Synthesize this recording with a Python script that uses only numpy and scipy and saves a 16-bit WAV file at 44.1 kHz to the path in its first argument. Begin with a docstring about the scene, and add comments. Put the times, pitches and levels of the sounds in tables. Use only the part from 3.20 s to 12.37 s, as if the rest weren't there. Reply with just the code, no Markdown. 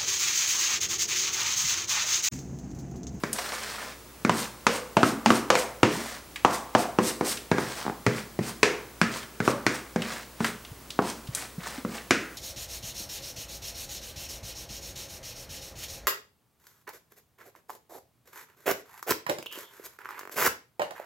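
"""Scraping cake batter from a bowl

A spatula clears batter out of a tilted plastic bowl in quick strokes, in a small kitchen.
Strokes knock (noise-like pushes through resonances) and drag a wet, crackly smear (random clicks).
Air pockets smack, the wall thuds and flexes, some knocks leave a note, and the blade judders once.
The room rings briefly over mains hum and hiss; the loudest knocks overload the microphone."""
import sys
import numpy as np
from scipy import signal
from scipy.fft import rfft, irfft, next_fast_len
from scipy.io import wavfile
from scipy.ndimage import uniform_filter1d

SR = 44100
rng = np.random.default_rng(int(sys.argv[2]) if len(sys.argv) > 2 else 0)


def to_wav(s):
    """Save 16-bit WAV."""
    ch = np.atleast_2d(s).T  # columns
    pcm = np.round(np.clip(ch, -1, 1) * 32767)  # PCM
    wavfile.write(sys.argv[1], SR, pcm.astype(np.int16))


N = 404397

# blade lands on the bowl; levels are offsets, note_hz is 0 where no note is left singing:
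# start_s, force_db, hardness_db, flatness_db, wall_hz, clack_hz, note_hz
KNOCKS = [(0.036, -9.5, 5.5, -3, 233, 1045, 0), (1.049, -7, 6.5, 4, 222, 1150, 0),
          (1.0951, 4, -5, -1, 232, 990, 0), (1.467, 4.5, 0.5, -5, 231, 1060, 491),
          (1.7686, 6, -5.5, -0.5, 244, 640, 657), (1.8311, 5.5, -4.5, 2, 242, 1260, 280),
          (2.06, 5.5, -2, -5, 237, 784, 247), (2.1041, 6, -5, 2, 275, 1170, 340),
          (2.3025, 8.5, -3.5, -4.5, 310, 660, 517), (2.353, -2.5, 5.5, -4, 440, 970, 0),
          (2.631, 5.5, 2, 6.5, 264, 980, 0), (3.2485, 9.5, -11.5, -3, 250, 855, 1090),
          (3.55, 8.5, -10, -2, 260, 720, 707), (3.787, 0.5, -4, 4, 292, 990, 0),
          (4.01, -4.5, -5.5, 0, 302, 845, 0), (4.315, -1.5, 0.5, 4, 173, 880, 1660),
          (4.383, -4, -3, -2, 295, 950, 0), (4.8647, -5, 8, 3.5, 188, 1050, 0),
          (5.19, -16, 4, 3, 202, 890, 0), (5.4306, 1.5, 10, 2.5, 373, 970, 447),
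          (5.8147, 1.5, 3, 0.5, 203, 1330, 1710), (6.203, -7, -1, -1.5, 190, 1460, 0),
          (6.2776, 3, -7.5, 1, 277, 1160, 560), (6.4655, -2.5, 8.5, 0, 293, 1150, 0),
          (6.76, -8, 1.5, 1, 198, 790, 0), (7.205, -11, -0.5, 0, 192, 1210, 0),
          (7.7904, 1.5, -18, 0, 248, 950, 0), (8.649, -14.5, -5, -2, 214, 1190, 0),
          (8.9081, 1.5, 7.5, 2, 300, 1540, 1940)]
# blade drags through batter: start_s, full_speed_s, briskness_db
STROKES = [(0.1, 0.4, -7), (1.08, 0.04, 2), (1.46, 0.005, 0.5), (1.769, 0.02, 2.5), (2.03, 0.03, 2.5),
           (2.302, 0.005, 5), (2.631, 0.18, -6.5), (3.248, 0.01, 0), (3.515, 0, 1), (3.784, 0, 10),
           (4.005, 0, 12), (4.315, 0.2, -9), (4.875, 0.01, -6.5), (5.187, 0, 1), (5.845, 0.05, -10),
           (6.192, 0, -1.5), (6.46, 0, -7), (6.76, 0.11, -15), (7.165, 0.01, -2), (7.795, 0, -2.5),
           (8.1, 0.02, -6), (8.37, 0.08, -13), (8.655, 0.02, -12)]
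# air pockets in the batter smack open: start_s, peak_db, centre_hz
SMACKS = [(0.13, -15, 8500), (0.186, -18, 736), (3.159, -23.5, 2220), (4.172, -23.5, 2930),
          (6.82, -19.5, 2340), (6.904, -24, 1300), (7.245, -12.5, 1500), (7.449, -32.5, 3000),
          (7.704, -25, 3830), (7.821, -21.5, 720.8), (7.899, -24.5, 5300), (8.072, -32.5, 3700),
          (8.149, -13.5, 8030)]
# the wall flexes with a soft thud: start_s, peak_db, pitch_hz
THUDS = [(2.642, -26, 217), (7.515, -34.5, 112), (8.088, -27.5, 124), (8.381, -26.5, 174),
         (8.581, -30, 262)]
# resonances that a slip of the blade sets ringing: pitch_hz, width_hz, relative_level_db
BLADE_MODES = [(270, 190, 8), (764, 170, 5.5), (1030, 120, -16)]
# lingering modes of the bowl and the air in it: pitch_hz, relative_level_db
BOWL_MODES = [(130, -1), (231, 1), (335, -13.5), (424, 0.5), (506, 3), (674, -27), (728, -7), (955, -53),
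              (1091, -18)]
# tone colour of thick batter: frequency_hz, relative_level_db_per_hz
SMEAR_SPECTRUM = [(120, -19), (220, 3), (320, -4), (450, 2), (800, -1), (1900, -1), (2700, -6.5),
                  (5000, -8), (8900, -14), (11000, -19), (16000, -16)]
# tone colour of the thin batter film: frequency_hz, relative_level_db_per_hz
FILM_SPECTRUM = [(500, -18), (1500, -8), (3000, -2.5), (5000, 2.5), (7000, 1), (8700, 5), (11000, -5.5),
                 (14000, -4), (16000, -19.5)]
# tone colour of the quiet room air: frequency_hz, relative_level_db_per_hz
AIR_SPECTRUM = [(15, -32), (25, -14), (69, -7.5), (240, -3.5), (433, -5.5), (782, -11), (1140, -10),
                (1710, -14.5), (2420, -16), (2850, -17.5), (13200, -20.5), (15500, -22.5)]
# mains hum and a thin electronic whine: pitch_hz, rms_level_db
HUM = [(60, -56.5), (120, -64), (15681, -67)]
# tone colour of each channel's own noise: frequency_hz, relative_level_db_per_hz
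SELF_NOISE_SPECTRUM = [(60, 6), (1000, 2), (5000, 0), (16000, 0)]

# clocks in seconds: the whole scene, a short hit and a longer tail
T = np.arange(N) / SR
HIT_T = T[:SR // 10]
TAIL_T = T[:SR * 2 // 3]

AIR_DB, SELF_NOISE_DB = -49.1, -57.5  # rms
# the parts of a knock at force, hardness and flatness 0
WALL_DB, CLACK_DB, CRACK_DB, SNAP_DB, NOTE_DB = -20.1, -20.1, -26.4, -32.3, -28.4
# dB gained per dB of force: the wall yields, so strong blows sound brighter
WALL_GROWTH, SNAP_GROWTH, NOTE_GROWTH = 0.31, 1.2, 0.3
FLAT_MUFFLING = 0.33  # a flat blade booms more; each dB of it takes this many dB off snap and note
NOTE_HZ, NOTE_DB_PER_OCTAVE = 500, -1.3  # higher notes sing more weakly
NOTE_FADING_DB_PER_S = -0.55  # later knocks leave weaker notes

# every stroke: the blade rests, speeds up, holds, then lifts off
REST_S, SPEED_UP_S, LIFT_S = 0.016, 0.078, 0.056
LIFT_PER_HOLD = 0.25  # long strokes also lift off more slowly
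SPEED_SAG_PER_S = 0.55  # share of its speed that a held stroke loses
SMEAR_DB, FILM_DB = -37, -38.3  # thick batter and thin film at briskness 0, time 0, full speed
SMEAR_GROWTH = 0.19  # dB per dB of briskness; the film follows it fully
EMPTYING_DB_PER_S = -0.28  # less batter is left to push

# the blade sticks and slips a few times; each gap is longer by the slowing factor
JUDDER_S, SLIP_GAP_S, SLIP_SLOWING = 4.6525, 0.0125, 1.2
FIRST_SLIP_DB, SLIP_DB = -22.5, -16  # peak levels
TOP_HZ = 16000  # upper limit of the sound


def undb(db):
    """Turn decibels into a gain."""
    return 10 ** (np.asarray(db) / 20)


def level(x, db):
    """Scale to an rms (average) level."""
    return x * undb(db) / np.sqrt(np.mean(x ** 2))


def blow_level(x, db):
    """Give a short sound the energy of 10 ms at this rms level."""
    return x * undb(db) / np.sqrt(np.sum(x ** 2) * 100 / SR)


def peak_level(x, db):
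    """Scale so that the highest point has this level."""
    return x * undb(db) / np.abs(x).max()


def add(track, s, x):
    """Mix a sound into a track at a time in seconds."""
    i = int(s * SR)
    track[i:i + len(x)] += x[:N - i]


def fade(t60_s):
    """A dying sound: 60 dB down after t60_s."""
    return np.exp(-np.log(1000) * TAIL_T / t60_s)


def colour(x, points):
    """Shape by a spectrum of (Hz, dB) points, keeping the level of white noise."""
    hz, db = np.transpose(points)
    size = next_fast_len(len(x))
    bins_hz = np.fft.rfftfreq(size, 1 / SR)
    gain = undb(np.interp(np.log(bins_hz + 1), np.log(hz), db))
    return irfft(rfft(x, size) * level(gain, 0), size)[:len(x)]


def resonate(x, hz, width_hz):
    """One resonance with gain 1 at its centre."""
    hz = min(hz, SR / 3)
    sharpness = hz / min(width_hz, SR / 4)
    b, a = signal.iirpeak(hz, sharpness, fs=SR)
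    return signal.lfilter(b, a, x)


def band(x, lo_hz, hi_hz, order=2):
    """Keep only the frequencies between two limits."""
    limits_hz = [lo_hz, min(hi_hz, SR / 2 - 1)]
    return signal.sosfilt(signal.butter(order, limits_hz, "band", fs=SR, output="sos"), x)


def walk(rate):
    """Smooth random drift, about this many new values a second, with an rms of 1."""
    k = int(SR / rate)
    steps = np.repeat(rng.standard_normal(N // k + 1), k)
    return level(uniform_filter1d(steps, k)[:N], 0)


def crackle(rate, spread_db):
    """Tiny random clicks, about this many a second; a larger spread makes sizes less equal."""
    there = rng.random(N) < rate / SR
    size = undb(spread_db * np.minimum(rng.exponential(size=N), 5))
    return level(there * size * rng.standard_normal(N), 0)


def background():
    """Quiet room air with steady hum; each channel has a trace of its own noise."""
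    hum = np.zeros(N)
    for hz, db in HUM:
        hum += np.sqrt(2) * undb(db) * np.sin(2 * np.pi * (hz * T + rng.random()))
    air = colour(rng.standard_normal(N), AIR_SPECTRUM)
    own = np.array([colour(noise, SELF_NOISE_SPECTRUM) for noise in rng.standard_normal((2, N))])
    return hum + level(air, AIR_DB) + level(own, SELF_NOISE_DB)


def contact(chatter, decay_s):
    """One sharp push together with dying random chatter."""
    noise = rng.standard_normal(len(TAIL_T)) * np.exp(-TAIL_T / decay_s)
    push = chatter * noise / np.sqrt(decay_s * SR / 2)
    push[0] -= 1
    return push


def echo(t60_s):
    """The kitchen's diffuse tail with unit energy; never the same twice, as the bowl keeps moving."""
    build_up = 1 - np.exp(-(TAIL_T / 0.0031) ** 2)
    tail = rng.standard_normal(len(TAIL_T)) * fade(t60_s) * build_up
    return tail / np.sqrt(np.sum(tail ** 2))


def strike(body, db, chatter, decay_s, t60_s, wet_db):
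    """A contact sounds through a body; the room answers in the same colour."""
    direct = blow_level(body(contact(chatter, decay_s)), db)
    answer = blow_level(body(echo(t60_s)), db + wet_db)
    return direct + answer


def knocks():
    """The soft plastic wall booms for a few cycles, the blade clacks, and hard contact adds crack and snap."""
    out = np.zeros(N)
    for s, force_db, hard_db, flat_db, wall_hz, clack_hz, _ in KNOCKS:
        wall_db = WALL_DB + WALL_GROWTH * force_db + flat_db
        clack_db = CLACK_DB + force_db
        crack_db = CRACK_DB + force_db + hard_db
        snap_db = SNAP_DB + SNAP_GROWTH * force_db + hard_db - FLAT_MUFFLING * flat_db
        # batter cushions the softer blows, so their crack stops lower
        edge_hz = np.interp(force_db, [-3, 7], [2350, 3100])

        def wall(x):
            return band(resonate(x, wall_hz, width_hz=130) + 0.2 * x, lo_hz=103, hi_hz=683, order=4)

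        def clack(x):
            return band(resonate(x, clack_hz, width_hz=420) + 0.12 * x, lo_hz=426, hi_hz=1620)

        def crack(x):
            return band(x, lo_hz=1340, hi_hz=edge_hz, order=3)

        def snap(x):
            return band(x, lo_hz=2850, hi_hz=6900)

        add(out, s, strike(wall, wall_db, chatter=0.64, decay_s=0.0098, t60_s=0.48, wet_db=-3.5))
        add(out, s, strike(clack, clack_db, chatter=0.8, decay_s=0.0059, t60_s=0.62, wet_db=-7.0))
        add(out, s, strike(crack, crack_db, chatter=2.5, decay_s=0.0035, t60_s=0.45, wet_db=-3))
        add(out, s, strike(snap, snap_db, chatter=2.6, decay_s=0.0033, t60_s=0.4, wet_db=-2.5))
    return out


def bowl(x, t60_s, ring_db):
    """The bowl hums on briefly after every blow, as a sum of fading tones."""
    tones = sum(undb(db) * np.sin(2 * np.pi * hz * TAIL_T) for hz, db in BOWL_MODES)
    ring = tones * fade(t60_s)
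    return x + undb(ring_db) * signal.fftconvolve(x, ring)[:N]


def scraping():
    """Batter tears in countless tiny bursts; the blade speeds up and slows down, gripping unevenly."""
    smear, film = np.zeros(N), np.zeros(N)  # loudness curves
    for s, hold_s, brisk_db in STROKES:
        corners = np.cumsum([REST_S, SPEED_UP_S, max(hold_s, 0), LIFT_S + LIFT_PER_HOLD * hold_s])
        end_speed = max(1 - SPEED_SAG_PER_S * hold_s, 0)
        speed = np.interp(T[:SR], corners, [0, 1, end_speed, 0])
        smear_db = SMEAR_DB + SMEAR_GROWTH * brisk_db + EMPTYING_DB_PER_S * s
        add(smear, s, undb(smear_db) * speed ** 0.65)
        add(film, s, undb(FILM_DB + brisk_db) * speed ** 1.6)  # the thin film only hisses at speed
    grip = undb(1.8 * walk(70))
    # bubbles of every size burst in small flurries, each ringing for a few cycles
    bubbles = np.zeros(N)
    for hz in np.geomspace(600, 9000, num=12):
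        flurries = undb(3.3 * walk(90))
        bubbles += flurries * resonate(crackle(rate=700, spread_db=2.3), hz, width_hz=0.26 * hz)
    pops = band(crackle(rate=70, spread_db=3.0), lo_hz=900, hi_hz=6000)  # larger ones stand out singly
    tearing = crackle(rate=5000, spread_db=3.0)
    thick = colour(level(tearing, -4) + level(bubbles, -4) + level(pops, -18), SMEAR_SPECTRUM)
    thin = colour(crackle(rate=9000, spread_db=0.0), FILM_SPECTRUM)
    return grip * (smear * thick + film * thin)


def kitchen(x, t60_s, wet_db):
    """Each tenth of a second of sound gets its own room tail."""
    wet, step = np.zeros(N), SR // 10
    for i in range(0, N, step):
        add(wet, i / SR, signal.fftconvolve(x[i:i + step], echo(t60_s)))
    return x + undb(wet_db) * wet


def smacks():
    """A pocket opens with a brief wet spit around its own pitch."""
    out = np.zeros(N)
    for s, db, hz in SMACKS:
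        def pocket(x):
            return band(resonate(x, hz, width_hz=0.5 * hz), lo_hz=550, hi_hz=12900)

        spit = strike(pocket, 0, chatter=7, decay_s=0.0054, t60_s=0.39, wet_db=-4.5)
        add(out, s, peak_level(spit, db))
    return out


def rings(t60_s, width_hz):
    """Some knocks leave a narrow, beating resonance that swells and dies away."""
    out = np.zeros(N)
    for s, force_db, _, flat_db, _, _, hz in KNOCKS:
        if hz > 0:
            db = NOTE_DB + NOTE_GROWTH * force_db + NOTE_DB_PER_OCTAVE * np.log2(hz / NOTE_HZ)
            db += NOTE_FADING_DB_PER_S * s - FLAT_MUFFLING * flat_db
            width = width_hz + 0.09 * hz  # higher notes are damped more
            noise = rng.standard_normal(len(TAIL_T))
            note = resonate(resonate(noise, hz, width), hz, width)
            add(out, s, level(note, db) * fade(t60_s))
    return out


def thuds():
    """A slow push bends the wall: a rounded swing with little treble."""
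    out = np.zeros(N)
    for s, db, hz in THUDS:
        swing = np.sin(2 * np.pi * hz * HIT_T) * HIT_T * np.exp(-HIT_T / 0.0042)
        add(out, s, peak_level(swing, db))
    return out


def judder(count=4):
    """The rubbery blade sticks and slips; each slip is a short, dull pulse."""
    def blade(x):
        modes = sum(undb(db) * resonate(x, hz, width_hz) for hz, width_hz, db in BLADE_MODES)
        return band(modes, lo_hz=120, hi_hz=1850, order=4)

    out, s = np.zeros(N), JUDDER_S
    for k in range(count):
        slip = strike(blade, 0, chatter=0.1, decay_s=0.002, t60_s=0.45, wet_db=-7)
        add(out, s, peak_level(slip, SLIP_DB if k else FIRST_SLIP_DB))
        s += SLIP_GAP_S * SLIP_SLOWING ** k
    return out


def scene():
    """The bowl is straight ahead and reaches both channels alike."""
    blows = bowl(knocks() + judder(), t60_s=0.31, ring_db=-57)
    notes = rings(t60_s=0.6, width_hz=54)
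    batter = kitchen(scraping(), t60_s=0.37, wet_db=-5.0) + smacks()
    flexing = kitchen(thuds(), t60_s=0.73, wet_db=-12.5)
    return blows + notes + batter + flexing + background()


def record(dry):
    """The microphone overloads sooner on one side of the wave; the top is cut."""
    ceiling = np.where(dry > 0, 0.64, 1.1)
    rounded = dry / (1 + (dry / ceiling) ** 4) ** (1 / 4)
    top_cut = signal.ellip(8, 0.2, 70, TOP_HZ, fs=SR, output="sos")
    return signal.sosfilt(top_cut, rounded)


dry = scene()
out = record(dry)
to_wav(out)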